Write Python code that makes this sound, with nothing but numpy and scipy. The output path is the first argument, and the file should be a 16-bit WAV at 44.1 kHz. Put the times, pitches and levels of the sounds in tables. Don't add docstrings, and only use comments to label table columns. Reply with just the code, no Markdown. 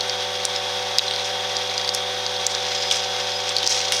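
import sys
import numpy as np
from scipy import signal
from scipy.fft import rfft, irfft, next_fast_len
from scipy.io import wavfile
from scipy.ndimage import uniform_filter1d, minimum_filter1d, map_coordinates

SR = 44100
rng = np.random.default_rng(int(sys.argv[2]) if len(sys.argv) > 2 else 0)


def output_pcm(signal):
    pcm = np.clip(np.atleast_2d(signal).T, -1, 1) * 32767
    wavfile.write(sys.argv[1], SR, np.round(pcm).astype(np.int16))


N = 176400


# start_s, level_db, pitch_hz, fade_s, relative_crack_db
# (a fade is the time a sound takes to drop by 60 dB)
CAP_CLICKS = [(.0078, -9, 4570, 0.021, -17), (.0964, -6, 4600, 0.0078, -26),
              (.4524, 5.5, 5950, 0.0019, -40), (.5618, -8.5, 5000, 0.0078, -35),
              (.9848, 8.5, 4740, 0.0041, -13), (.993, 4, 3950, 0.0054, -34),
              (1.0808, -11, 4060, 0.022, -28), (1.1105, -8.5, 3820, .01, -26),
              (1.1372, -10, 4170, .012, -28), (1.1619, -8.5, 4070, 0.007, -22),
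              (1.1965, -11.5, 3770, .012, -22), (1.5674, -7, 4800, 0.012, -25),
              (1.697, -11.5, 3890, 0.013, -38), (1.7787, -7, 4940, 0.021, -24),
              (1.8138, -12, 4670, 0.012, -30), (1.8466, -13, 4638, .008, -26),
              (1.8771, -12, 4532, 0.0085, -14), (1.8912, -5.5, 4660, .01, -27),
              (1.948, -6.5, 5240, 0.011, -3.5), (2.2647, -6.5, 4900, 0.0044, -30),
              (2.3636, -14, 4500, 0.02, -30), (2.4657, -4, 5650, 0.0042, -24),
              (2.4672, 3.5, 6280, 0.0014, -10.5), (2.5498, -6, 4930, 0.0074, -32),
              (2.9114, -6, 3510, 0.011, -13), (2.914, -6, 3400, 0.0093, -22),
              (3.4922, -8.5, 5300, 0.011, -26), (3.566, -2, 4630, 0.0087, -21),
              (3.5841, -7.5, 4497, 0.015, -14), (3.6303, -9, 3765, 0.036, -11),
              (3.6648, -8, 5250, 0.0069, -19), (3.667, -7, 5000, 0.0062, -25),
              (3.675, 7.5, 5820, 0.0021, -21), (3.6945, -6, 4804, 0.0046, -13),
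              (3.7205, -8.5, 3770, 0.016, -40), (3.7245, -8, 5240, .015, -27),
              (3.7925, -11, 5640, .005, -30), (3.922, -4.5, 3200, 0.0053, -1)]
# pitch_ratio, relative_db
CAP_TONES = [(.7, -12), (.85, -6), (1, 0), (1.17, -6), (1.4, -12)]
# start_s, level_db
RIM_STRIKES = [(.078, -32), (.9855, -32), (1.081, -37), (1.1105, -30), (1.137, -34), (1.877, -34),
               (1.891, -37), (3.185, -39), (3.492, -30)]

def cap_clicks():
    out, t = np.zeros(N), np.arange(SR // 25) / SR
    contact_s, crack_fade_s, rim_hz, rim_fade_s = 0.00017, 0.0016, 8520, 0.03
    crack_band = signal.butter(2, [3060, 10170], "band", fs=SR, output="sos")
    rise = 1 - np.exp(-(t / contact_s) ** 2)
    for start_s, db, hz, fade_s, crack_db in CAP_CLICKS:
        ring = np.zeros(len(t))
        for ratio, tone_db in CAP_TONES:
            tone_fade_s = fade_s if ratio == 1 else 0.88 * fade_s
            level = rise * amp(tone_db + rng.normal(0, 1.4) - 60 * t / tone_fade_s)
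            tone_hz = hz * ratio * rng.normal(1, 0.019)
            ring += level * np.sin(2 * np.pi * (tone_hz * t + rng.random()))
        burst = 2 * rng.standard_normal(len(t)) * amp(crack_db - 60 * t / crack_fade_s)
        click = amp(db) * (ring / np.abs(ring).max() + signal.sosfilt(crack_band, burst))
        add(out, start_s, click)
        add(out, start_s, amp(-11.5) * echo(click, fade_s=0.031))
        add(out, start_s, amp(-19) * echo(click, fade_s=0.35))
    for start_s, db in RIM_STRIKES:
        add(out, start_s, rise * amp(db - 60 * t / rim_fade_s) * np.sin(2 * np.pi * rim_hz * t))
    return signal.sosfilt(signal.butter(2, 1080, "high", fs=SR, output="sos"), out)


# start_s, level_db, fade_s
HARD_LANDINGS = [(1.245, -27.5, 0.19), (1.937, -23.5, 0.16), (2.497, -28.5, .25), (2.91, -21, 0.19),
                 (2.955, -22.5, .15), (3.695, -19.5, 0.47), (3.921, -24, 0.66)]
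# pitch_hz, relative_db
RATTLE_COLOUR = [(200, -50), (1200, -14), (2200, -4), (3600, -4), (5600, 11.5), (6700, 4.5), (7300, -2),
                 (10000, -10), (13000, -24), (16000, -29)]

def bowl_rattles():
    out, t = np.zeros(N), np.arange(SR // 2) / SR
    for start_s, db, fade_s in HARD_LANDINGS:
        noise = coloured(rng.standard_normal(N), RATTLE_COLOUR)
        rattle = unit(noise * amp(2.2 * wobble(per_s=300)))
        add(out, start_s, rattle[:len(t)] * strike(t, db, fade_s))
    return out


# start_s, level_db
GUIDE_BLOWS = [(2.911, -31), (3.921, -25)]
# pitch_hz, relative_db, fade_s
STEEL_TONES = [(2247, -9, .4), (2815, -5, .4), (3694, -3, .35), (4507, -8, .35), (5025, 0, .45),
               (5790, -6, .3), (7980, -14, .22), (8430, -16, .22), (9380, -13, .25), (10150, -17, .2),
               (10520, -17, .2), (12820, -23, .25)]

def guide_rings():
    out, t = np.zeros(N), np.arange(SR // 2) / SR
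    for start_s, db in GUIDE_BLOWS:
        for hz, tone_db, fade_s in STEEL_TONES:
            level = strike(t, db + tone_db + rng.normal(0, 2.4), fade_s)
            roughness = 0.9 * wobble(per_s=217)[:len(t)]
            add(out, start_s, level * np.sin(2 * np.pi * hz * t + roughness))
    return out


# start_s, level_db
WALL_KNOCKS = [(1.569, -43), (3.64, -32)]

def wall_knocks(pitch_hz=340):
    out, t = np.zeros(N), np.arange(SR // 2) / SR
    for start_s, db in WALL_KNOCKS:
        tone = np.sin(2 * np.pi * pitch_hz * t + wobble(per_s=120)[:len(t)])
        add(out, start_s, tone * strike(t, db, fade_s=0.075))
    return out


# time_s, effort_db
SLIDE_EFFORT = [(0.0, -36), (0.14, -32), (1.54, -32), (1.8, -31), (2.03, -43.5), (2.28, -32), (2.85, -25),
                (3.3, -30), (3.54, -25.5), (3.81, -23.5), (4.0, -29.5)]
# pitch_hz, relative_db
PATTER_COLOUR = [(1500, -22), (2800, 6), (3400, -3), (4200, 6.5), (5300, 5.5), (6500, 1), (7300, -9),
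                 (9000, -22.5), (12000, -57), (16000, -38)]

def cap_patter(taps_per_s=500):
    taps = (rng.random(N) < taps_per_s / SR) * rng.choice([-1, 1], N)
    taps = taps * amp(4.5 * np.minimum(rng.exponential(size=N), 4))
    patter = coloured(taps + echo(taps, fade_s=0.031)[:N], PATTER_COLOUR)
    effort_db = curve(SLIDE_EFFORT)
    return amp(-36 + 1.21 * (effort_db - effort_db.mean())) * patter


# time_s, level_db
RUB_LEVELS = [(0, -56), (.45, -54), (.56, -40), (.7, -54), (1.5, -47), (2.1, -52), (2.64, -48), (2.76, -32),
              (2.87, -33), (2.92, -41), (3.04, -36), (3.14, -44), (3.23, -37), (3.29, -43), (3.36, -33),
              (3.45, -46), (4, -42)]
# pitch_hz, relative_db
RUB_TONES = [(4500, -22), (5006, -4), (5039, -1), (7320, -19)]

def guide_rub():
    ring, t = np.zeros(N), np.arange(N) / SR
    for hz, db in RUB_TONES:
        level = amp(db + 2.5 * wobble(per_s=35.23))
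        ring += level * np.sin(2 * np.pi * hz * t + 0.45 * wobble(per_s=40))
    return amp(curve(RUB_LEVELS)) * unit(ring)


# multiple_of_mains, level_db
HUM_TONES = [(2, -48), (4, -65.5), (8, -53), (10, -36.4), (12, -56), (14, -54.5), (18, -45), (22, -52),
             (26, -54.5), (30, -51.5), (32, -58)]
# multiple_of_shaft_rate, level_db
MOTOR_TONES = [(4, -52), (8, -46), (12, -39), (15, -43), (16, -37), (18, -60), (20, -48.5), (24, -48),
               (26, -63), (32, -49.5), (40, -66), (46, -53), (59, -50), (60, -50), (66, -56), (68, -39),
               (69, -47), (70, -48.5), (71, -44), (72, -48), (73, -44.5)]

def motor(mains_hz=49.98, shaft_hz=47.853):
    hum = tones(mains_hz, np.ones(N), HUM_TONES)
    speed = 1 + 0.0003 * wobble(per_s=1.95)
    return hum + tones(shaft_hz, speed, MOTOR_TONES)


# pitch_hz, relative_db
WHIR_COLOUR = [(25, -40), (55, -48), (85, -37), (140, -15), (280, -13), (350, -5.5), (430, -7), (510, 3),
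               (650, -2.5), (740, -2), (800, 4.5), (910, 3.5), (1020, -1), (1350, -1), (1600, 0.5),
               (2200, 1), (2600, -1), (3100, -0.5), (3350, 8), (3800, 7), (4250, 0), (5000, 0),
               (6000, -1.5), (6800, -10), (7150, -17.5), (9300, -18), (10300, -24), (11800, -26.5),
               (14000, -27.5), (16000, -34)]

def whir():
    spectrum = signal.stft(rng.standard_normal(N), nperseg=512)[2]
    patches = uniform_filter1d(rng.standard_normal(spectrum.shape), size=5, axis=0)
    patches = unit(uniform_filter1d(patches, size=10, axis=1))
    noise = signal.istft(spectrum * amp(0.5 * patches), nperseg=512)[1][:N]
    return amp(-28.5 + 1.07 * wobble(per_s=60)) * coloured(noise, WHIR_COLOUR)


# pitch_hz, half_width_hz, level_db
HISS_BANDS = [(8670, 160, -61), (10820, 160, -62.5), (11060, 150, -61), (13050, 150, -71),
              (13420, 180, -69), (14080, 200, -68)]

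def hiss():
    out = np.zeros(N)
    for hz, half_width_hz, db in HISS_BANDS:
        level = amp(db + wobble(per_s=13))
        band = filtered(rng.standard_normal(N), lambda f: 1 / (1 + 1j * (f - hz) / half_width_hz) ** 2)
        out += level * unit(band)
    return out


def tones(base_hz, speed, rows):
    angle, out = 2 * np.pi * base_hz * np.cumsum(speed) / SR, np.zeros(N)
    for multiple, db in rows:
        waver_db = min(1.1 * multiple * base_hz / 1000, 1.8)
        phase = multiple * angle + 2 * np.pi * rng.random() + 0.13 * waver_db * wobble(per_s=21.98)
        out += np.sqrt(2) * amp(db + waver_db * wobble(per_s=12)) * np.sin(phase)
    return out


def strike(t, db, fade_s, rise_s=0.00069):
    return (1 - np.exp(-t / rise_s)) * amp(db - 60 * t / fade_s)


def amp(db):
    return 10 ** (np.asarray(db) / 20)


def unit(x):
    return x / np.sqrt(np.mean(x ** 2) + 1e-20)


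def curve(rows):
    return np.interp(np.arange(N) / SR, *np.transpose(rows))


def wobble(per_s):
    points = rng.standard_normal(int(N * per_s / SR) + 4)
    return map_coordinates(points, [np.arange(N) * per_s / SR], mode="nearest")


def filtered(x, gain_at):
    size = next_fast_len(N + SR // 2)
    return irfft(rfft(x, size) * gain_at(np.fft.rfftfreq(size, 1 / SR)), size)[:N]


def coloured(x, colour):
    pitch_hz, db = np.transpose(colour)
    return unit(filtered(x, lambda hz: amp(np.interp(np.log(hz + 1), np.log(pitch_hz), db))))


def add(out, start_s, sound):
    part = out[round(start_s * SR):][:len(sound)]
    part += sound[:len(part)]


def echo(x, fade_s):
    t = np.arange(SR // 4) / SR
    tail = rng.standard_normal(len(t)) * amp(-60 * t / fade_s) * (t > .001)
    return signal.fftconvolve(x, tail / np.linalg.norm(tail))


def scene():
    machine = motor() + whir() + hiss()
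    caps = cap_patter() + guide_rub() + cap_clicks() + bowl_rattles() + guide_rings() + wall_knocks()
    return (machine + caps)[None]


def record(dry):
    notch_hz, top_hz, ceiling, hold_s, release_s = 7000, 15900, 1.2, 0.019, 0.012
    x = filtered(dry[0], lambda hz: (hz - notch_hz) / (hz - notch_hz - 35j))
    excess_db = 20 * np.log10(np.maximum(np.abs(x) / ceiling, 1))
    needed_db = minimum_filter1d(-excess_db, size=31)
    hold = 2 * int(hold_s * SR / 2) + 1
    held_db = minimum_filter1d(needed_db, size=hold, origin=hold // 2)
    release = np.arange(N) / SR / release_s
    cut_db = np.exp(np.maximum.accumulate(np.log(1e-9 - held_db) + release) - release)
    limited = np.clip(x * amp(-uniform_filter1d(cut_db, size=15)), -1, 1)
    return filtered(limited, lambda hz: hz < top_hz)[None]


dry = scene()
out = record(dry)
output_pcm(out)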